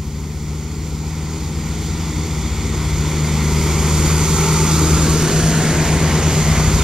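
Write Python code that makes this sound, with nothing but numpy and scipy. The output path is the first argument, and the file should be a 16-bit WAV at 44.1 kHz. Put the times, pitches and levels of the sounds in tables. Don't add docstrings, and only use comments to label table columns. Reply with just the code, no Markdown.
import sys
import numpy as np
from scipy import signal
from scipy.fft import rfft, irfft, next_fast_len
from scipy.io import wavfile
from scipy.ndimage import uniform_filter1d, map_coordinates

SR = 44100
rng = np.random.default_rng(int(sys.argv[2]) if len(sys.argv) > 2 else 0)


def store_wav(level_fs):
    pcm = np.round(np.clip(np.atleast_2d(level_fs), -1, 1) * 32767)
    wavfile.write(sys.argv[1], SR, pcm.T.astype(np.int16))


N = 301203

# t/s, running gear level/dB, cooling air level/dB
NOISE_LEVELS = [(0, -44, -44.5), (1, -40.5, -40.5), (2, -36.5, -36), (2.6, -35, -35.5), (3.4, -30.5, -32),
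                (4, -27, -29), (4.7, -27, -26.5), (5.4, -27, -27), (6, -25, -30), (6.4, -25.5, -28.5),
                (6.83, -25, -28)]
# t/s, detour/ms, strength/0-1 before its roll-off over frequency
PAVING_ECHO = [(0, 0.89, 0.6), (3.5, .89, 0.53), (4.6, 0.856, 0.58), (5.05, 0.77, 0.36), (5.5, 0.65, 0.4),
               (6.0, .4, 0.23), (6.2, .36, 0), (6.25, 0.96, 0.07), (6.83, .8, .5)]
# f/Hz, level/dB per Hz
RUMBLE_COLOUR = [(15, -30), (25, -8), (45, -4), (70, 1), (120, -1), (200, -4.5), (300, -1.5), (420, -5.5),
                 (550, -10.5), (800, -39)]
# f/Hz, level/dB per Hz
CLATTER_COLOUR = [(250, -44), (450, -9), (650, 2), (900, -0.5), (1400, -3), (1700, -3.5), (2100, -1.5),
                  (2600, -6), (3100, -8.5), (3600, -10.5), (4200, -20), (5500, -40)]
# f/Hz, level/dB per Hz
HISS_COLOUR = [(2000, -31), (2900, -11.5), (3500, -7), (4000, -5.5), (4700, -3), (5400, -5.5), (6200, -2.5),
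               (7300, 2), (8100, -7.5), (9000, -13), (10500, -38)]
# f/Hz, level/dB per Hz
AIR_COLOUR = [(8000, -30), (9200, -1.5), (9900, -3), (10600, 1.5), (11500, 2), (12500, -4.5), (13500, -7),
              (15000, -16), (15800, -18)]
# f/Hz, left-right level/dB ahead, beside,
# left's phase lead/rad ahead, beside, likeness/0-1 ahead, beside
PORTS = [(50, 1.7, 1.7, 0, 0, .995, .995), (1000, 2, 2, 0, -.15, .96, .96),
         (1500, .3, 0, 0, -.15, .96, .96), (2700, .8, .5, -.1, -.2, .95, .9),
         (3700, 3, 1.5, -.35, -.65, .88, .76), (4500, 1.2, -1, -.4, -.8, .9, .74),
         (5300, -4, -4, -.4, -1.2, .74, .58), (6000, -4, -4, -.9, -1.3, .8, .74),
         (6900, -11.5, -7, -2.6, -2.8, .3, .72), (7400, -6, -7, -4.5, -4, .72, .74),
         (8000, 0, -1, -4.8, -4.6, .7, .66), (9000, 7, -1, -4, -5.6, .35, .55),
         (10200, -2, -4, -4.3, -4.6, .45, .52), (11200, -1, -6, -5, -4.5, .4, .38),
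         (13000, -3, -3.5, -7, -8, .15, .3), (15500, 0, .5, -6.3, -6.3, .1, .45)]
# t/s, length/s, treble lift/dB
COOLERS = [(4.1, 0.6, 3), (6.6, 0.37, 0.5)]
# peak t/s, length/s, f/Hz, width/Hz, level/dB before the stereo mix
NOISE_SWELLS = [(4.45, 0.074, 1325, 22, -29.5), (4.57, 0.41, 880, 85, -33.5), (4.74, 0.48, 1250, 350, -32),
                (5.06, 0.21, 1140, 60, -35.5), (5.57, 0.48, 1550, 500, -35), (4.206, 0.29, 170, 2.98, -29),
                (3.85, 0.74, 350, 20, -34), (5.43, 0.47, 398, 12, -33), (5.584, 0.41, 680, 160, -31.5),
                (5.96, 0.39, 980, 300, -32.5), (1.8, 1.8, 800, 220, -47.5), (3.27, 1.17, 2150, 450, -40.5),
                (2.85, 1.14, 3500, 400, -45.5)]
# t/s, f/Hz, level/dB before its trim
TURBO_WHINE = [(0, 8050, -68), (3.3, 8570, -52), (4.2, 8780, -44.5), (5.8, 8970, -44), (6.3, 9010, -52),
               (6.83, 9020, -57)]
# t/s, firing f/Hz, drone level/dB that its multiples follow, compressor level/dB before the mix
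REAR_ENGINE = [(0, 65.4, -63, -46), (1.2, 70.16, -42, -42), (1.7, 72.8, -34, -32.5),
               (2.3, 75.96, -35, -30.5), (2.72, 77.13, -36.5, -28.5), (3.0, 74.56, -36, -33),
               (3.4, 72.04, -33, -39), (3.8, 71.87, -34, -33), (4.4, 73.1, -30, -36), (5.1, 74.6, -27, -43),
               (5.8, 75.34, -26, -35), (6.5, 75.94, -18.5, -23), (6.83, 76.54, -19, -20)]
# t/s, firing f/Hz, drone level/dB that its multiples follow, compressor level/dB before the mix
FRONT_ENGINE = [(0, 74.13, -29, -32), (1.2, 78.15, -28, -34.5), (2.0, 81.2, -26, -38),
                (2.4, 77.8, -26.5, -34), (2.9, 76.22, -24, -31), (3.3, 76.48, -21.5, -41),
                (4.0, 77.6, -19, -40), (5.0, 79.18, -18, -43), (6.0, 79.8, -19.5, -41),
                (6.83, 80.4, -30.5, -42)]
# level/dB at the reference drone, growth/(dB per dB of drone)
REAR_MULTIPLES = [(-29.5, 0.81), (-20.5, 0.88), (-35, 0.36), (-38.5, 0.28)]
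# level/dB at the reference drone, growth/(dB per dB of drone)
FRONT_MULTIPLES = [(-19.5, 1.1), (-20, 1), (-31.5, 0.73), (-42.5, 0.2)]
# multiple, t/s, length/s, level change/dB
REAR_TURNS = [(1, 4.99, 1.2, -9), (3, 5.5, .3, 5), (4, 2.8, 0.83, 5)]
# multiple, t/s, length/s, level change/dB
FRONT_FADES = [(1, -0.5, 0.23, -8), (1, 3, 0.28, -2.5), (1, 4.5, 0.33, -6), (1, 5.5, 0.34, -15.5),
               (3, 4.5, 0.39, -12), (4, 5.1, 0.7, 10.5)]
# multiple of the four-stroke cycle rate, level/dB against the drone before far-off dulling
UNEVEN_CYLINDERS = [(2, -23.5), (4, -19), (5, -14.5), (8, -24), (10, -27.5), (13, -21), (14, -23),
                    (15, -21), (16, -17), (20, -23.5), (26, -28), (27, -20), (28, -20.5), (30, -18),
                    (31, -22.5), (32, -20.5), (34, -21), (36, -24)]
# multiple of its speed, level/dB against its first strong tone
WEAK_PUMP_TONES = [(1, -19), (4, -15), (6, -11.5), (7, -9)]

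FRAME = 1024
ARRIVE_S, BESIDE_S = 3.3, 4.3
COOLER_HZ = 5900
REFERENCE_DB = -27
RUMBLE_DB, RUMBLE_GROWS = -24.5, 0.73
AIR_DB, AIR_GROWS = -36.0, 1.17
EXHAUST_S, EXHAUST_LENGTH_S, EXHAUST_DB = 5.28, 0.45, 2.5
DRONE_REFERENCE_DB = -20
GEARING = 0.408
SECOND_PUMP_DB = -2
NOTCH_HZ, NOTCH_HALF_WIDTH_HZ, TOP_HZ = 7870, 120, 15760


def amp(db):
    return 10 ** (np.asarray(db) / 20)


def unit(x):
    return x / np.sqrt(np.mean(x ** 2) + 1e-20)


def curves(rows, t=None):
    if t is None:
        t = np.arange(N) / SR
    at, *columns = np.transpose(rows)
    return [np.interp(t, at, column) for column in columns]


def wobble(rate):
    knots = rng.standard_normal(int(N * rate / SR) + 4)
    return map_coordinates(knots, [np.arange(N) * rate / SR])


def swell(s, length):
    return np.exp(-((np.arange(N) / SR - s) / length) ** 2)


def noise_band(hz, width_hz):
    carrier = np.exp(2j * np.pi * np.cumsum(hz * np.ones(N)) / SR)
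    envelope = wobble(width_hz) + 1j * wobble(width_hz)
    return unit((envelope * carrier).real)


def tone(turns, db, waver_db, slip):
    level = np.sqrt(2) * amp(db + waver_db * wobble(6))
    return level * np.cos(2 * np.pi * turns + slip * wobble(5))


def paving_comb(f, t, beside, echo_hz):
    delay_ms, strength = curves(PAVING_ECHO, t)
    kerb = 0.44 * strength * (1 - 0.08 * beside) / (1 + (f / 1700) ** 4)
    echo = np.clip(strength, 0, 1) / (1 + (f / echo_hz) ** 4)
    echo = echo * np.clip(f / 900, 0, 1)
    paving = (1 + echo * np.exp(-2j * np.pi * f * delay_ms / 1000)) / np.sqrt(1 + echo ** 2)
    return paving * (1 + kerb * np.exp(-2j * np.pi * f * 0.002103))


def port_pair(shared, own, hz, beside):
    columns = [c[:, None] for c in curves(PORTS, hz)]
    pan, lead, alike = [
        ahead + beside * (side_on - ahead) for ahead, side_on in zip(columns[::2], columns[1::2])]
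    turn = np.arccos(np.clip(alike, 0, 1)) / 2
    mid, side = np.cos(turn) * shared, np.sin(turn) * own
    tilt = amp(pan / 2) * np.exp(1j * lead / 2)
    power = (abs(tilt) ** 2 + abs(tilt) ** -2) / 2
    return np.array([(mid + side) * tilt, (mid - side) / tilt]) / np.sqrt(power)


def rush(spectrum, echo_hz, patchy_db):
    hz, t, (shared, own) = signal.stft(rng.standard_normal((2, N)), SR, nperseg=FRAME)
    f = hz[:, None]
    beside = np.clip((t - ARRIVE_S) / (BESIDE_S - ARRIVE_S), 0, 1)
    table_hz, table_db = np.transpose(spectrum)
    level_db = np.interp(np.log(hz + 1), np.log(table_hz), table_db, left=-120, right=-120)
    patches = rng.standard_normal(shared.shape)
    patches = uniform_filter1d(uniform_filter1d(patches, size=8, axis=0), size=5, axis=1)
    cavity_db = 2.0 * beside * np.exp(-((f - 6400) / 800) ** 2)
    cooler_db = sum(db * np.exp(-((t - s) / length) ** 2) for s, length, db in COOLERS)
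    cooler_db = cooler_db / (1 + (COOLER_HZ / (f + 1)) ** 6)
    colour = amp(level_db[:, None] + cooler_db + cavity_db + patchy_db * unit(patches))
    colour = colour * paving_comb(f, t, beside, echo_hz)
    pair = colour * port_pair(shared, own, hz, beside)
    return unit(signal.istft(pair, SR, nperseg=FRAME)[1][:, :N])


def cooling_air(hiss_db, beat):
    air_db = AIR_DB + AIR_GROWS * (hiss_db - REFERENCE_DB)
    flutter = 0.5 * wobble(11) + 0.5 * wobble(30)
    hiss_gain = amp(hiss_db + 3.5 + 1.3 * beat + 0.44 * flutter)
    hiss = hiss_gain * rush(HISS_COLOUR, echo_hz=2830, patchy_db=1.08)
    air_gain = amp(air_db + 2.1 * beat + 1.0 * flutter)
    return hiss + air_gain * rush(AIR_COLOUR, echo_hz=2500, patchy_db=1.5)


def running_gear(clatter_db, beat):
    gain = amp(clatter_db + 0.38 + 1.4 * beat + 0.6 * wobble(9))
    return gain * rush(CLATTER_COLOUR, echo_hz=2400, patchy_db=0.68)


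def exhaust_rumble(clatter_db):
    rumble_db = RUMBLE_DB + RUMBLE_GROWS * (clatter_db - REFERENCE_DB)
    rumble_db = rumble_db + EXHAUST_DB * swell(EXHAUST_S, EXHAUST_LENGTH_S)
    return amp(rumble_db) * rush(RUMBLE_COLOUR, echo_hz=5000, patchy_db=1.5)


def roar(firings):
    clatter_db, hiss_db = curves(NOISE_LEVELS)
    beat = 0.22 * np.cos(np.pi * firings)
    beat += 0.25 * np.cos(2 * np.pi * firings / 3)
    beat += 0.22 * np.cos(2 * np.pi * firings)
    return cooling_air(hiss_db, beat) + running_gear(clatter_db, beat) + exhaust_rumble(clatter_db)


def noise_swells():
    return sum(amp(db) * swell(s, length) * noise_band(hz, width)
               for s, length, hz, width, db in NOISE_SWELLS)


def turbo():
    hz, db = curves(TURBO_WHINE)
    breath = noise_band(hz, width_hz=260) + amp(-3) * noise_band(hz, width_hz=700)
    whine = amp(db + 1.0 + 1.1 * wobble(14)) * breath
    return np.array([whine, amp(4.5) * np.roll(whine, shift=4)])


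def compressor(firings, pump_db):
    pump = GEARING * firings
    strong_db = [pump_db, pump_db + SECOND_PUMP_DB]
    out = sum(tone(k * pump + rng.random(), db, waver_db=1, slip=0.2) for k, db in enumerate(strong_db, 2))
    for k, db in WEAK_PUMP_TONES:
        out += tone(k * pump + rng.random(), pump_db + db, waver_db=3.0, slip=0.25)
    return out


def exhaust_pulses(firings, firing_db):
    return sum(tone(k * firings, db, waver_db=0.48 * k ** 1.26, slip=0.095 * k ** 1.42)
               for k, db in enumerate(firing_db, 1))


def uneven_cylinders(firings, firing_db):
    drone_db = uniform_filter1d(np.maximum(firing_db[0], firing_db[1]), size=SR // 2)
    dull_db = 0.014 * (drone_db + 19.0)
    return sum(tone(k * firings / 6 + rng.random(), drone_db + db + k * dull_db, waver_db=3.5, slip=0.7)
               for k, db in UNEVEN_CYLINDERS)


def engine(rows, multiples, turns):
    hz, drone_db, pump_db = curves(rows)
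    firings = np.cumsum(hz) / SR
    firing_db = [db + grows * (drone_db - DRONE_REFERENCE_DB) for db, grows in multiples]
    for which, s, length, turn_db in turns:
        firing_db[round(which) - 1] += turn_db * swell(s, length)
    out = exhaust_pulses(firings, firing_db) + uneven_cylinders(firings, firing_db)
    return out + compressor(firings, pump_db), firings


def scene():
    rear, _ = engine(REAR_ENGINE, REAR_MULTIPLES, REAR_TURNS)
    front, firings = engine(FRONT_ENGINE, FRONT_MULTIPLES, FRONT_FADES)
    low = front + rear + noise_swells()
    late = np.roll(low, 1)
    stereo = np.array([0.4 * late + 0.61 * low, low]) * amp([[0.8], [-0.9]])
    return roar(firings) + turbo() + stereo


def record(dry):
    hissy = dry + amp(-49.0) * rng.standard_normal(dry.shape)
    wet = np.pad(hissy, ((0, 0), (FRAME, FRAME)), mode="reflect")
    m = next_fast_len(N + SR // 2)
    hz = np.fft.rfftfreq(m, 1 / SR)
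    off = (hz - NOTCH_HZ) / NOTCH_HALF_WIDTH_HZ
    response = (off / (off - 1j)) ** 2 * (hz < TOP_HZ)
    return irfft(rfft(wet, m) * response, m)[:, FRAME:FRAME + N]


dry = scene()
out = record(dry)
store_wav(out)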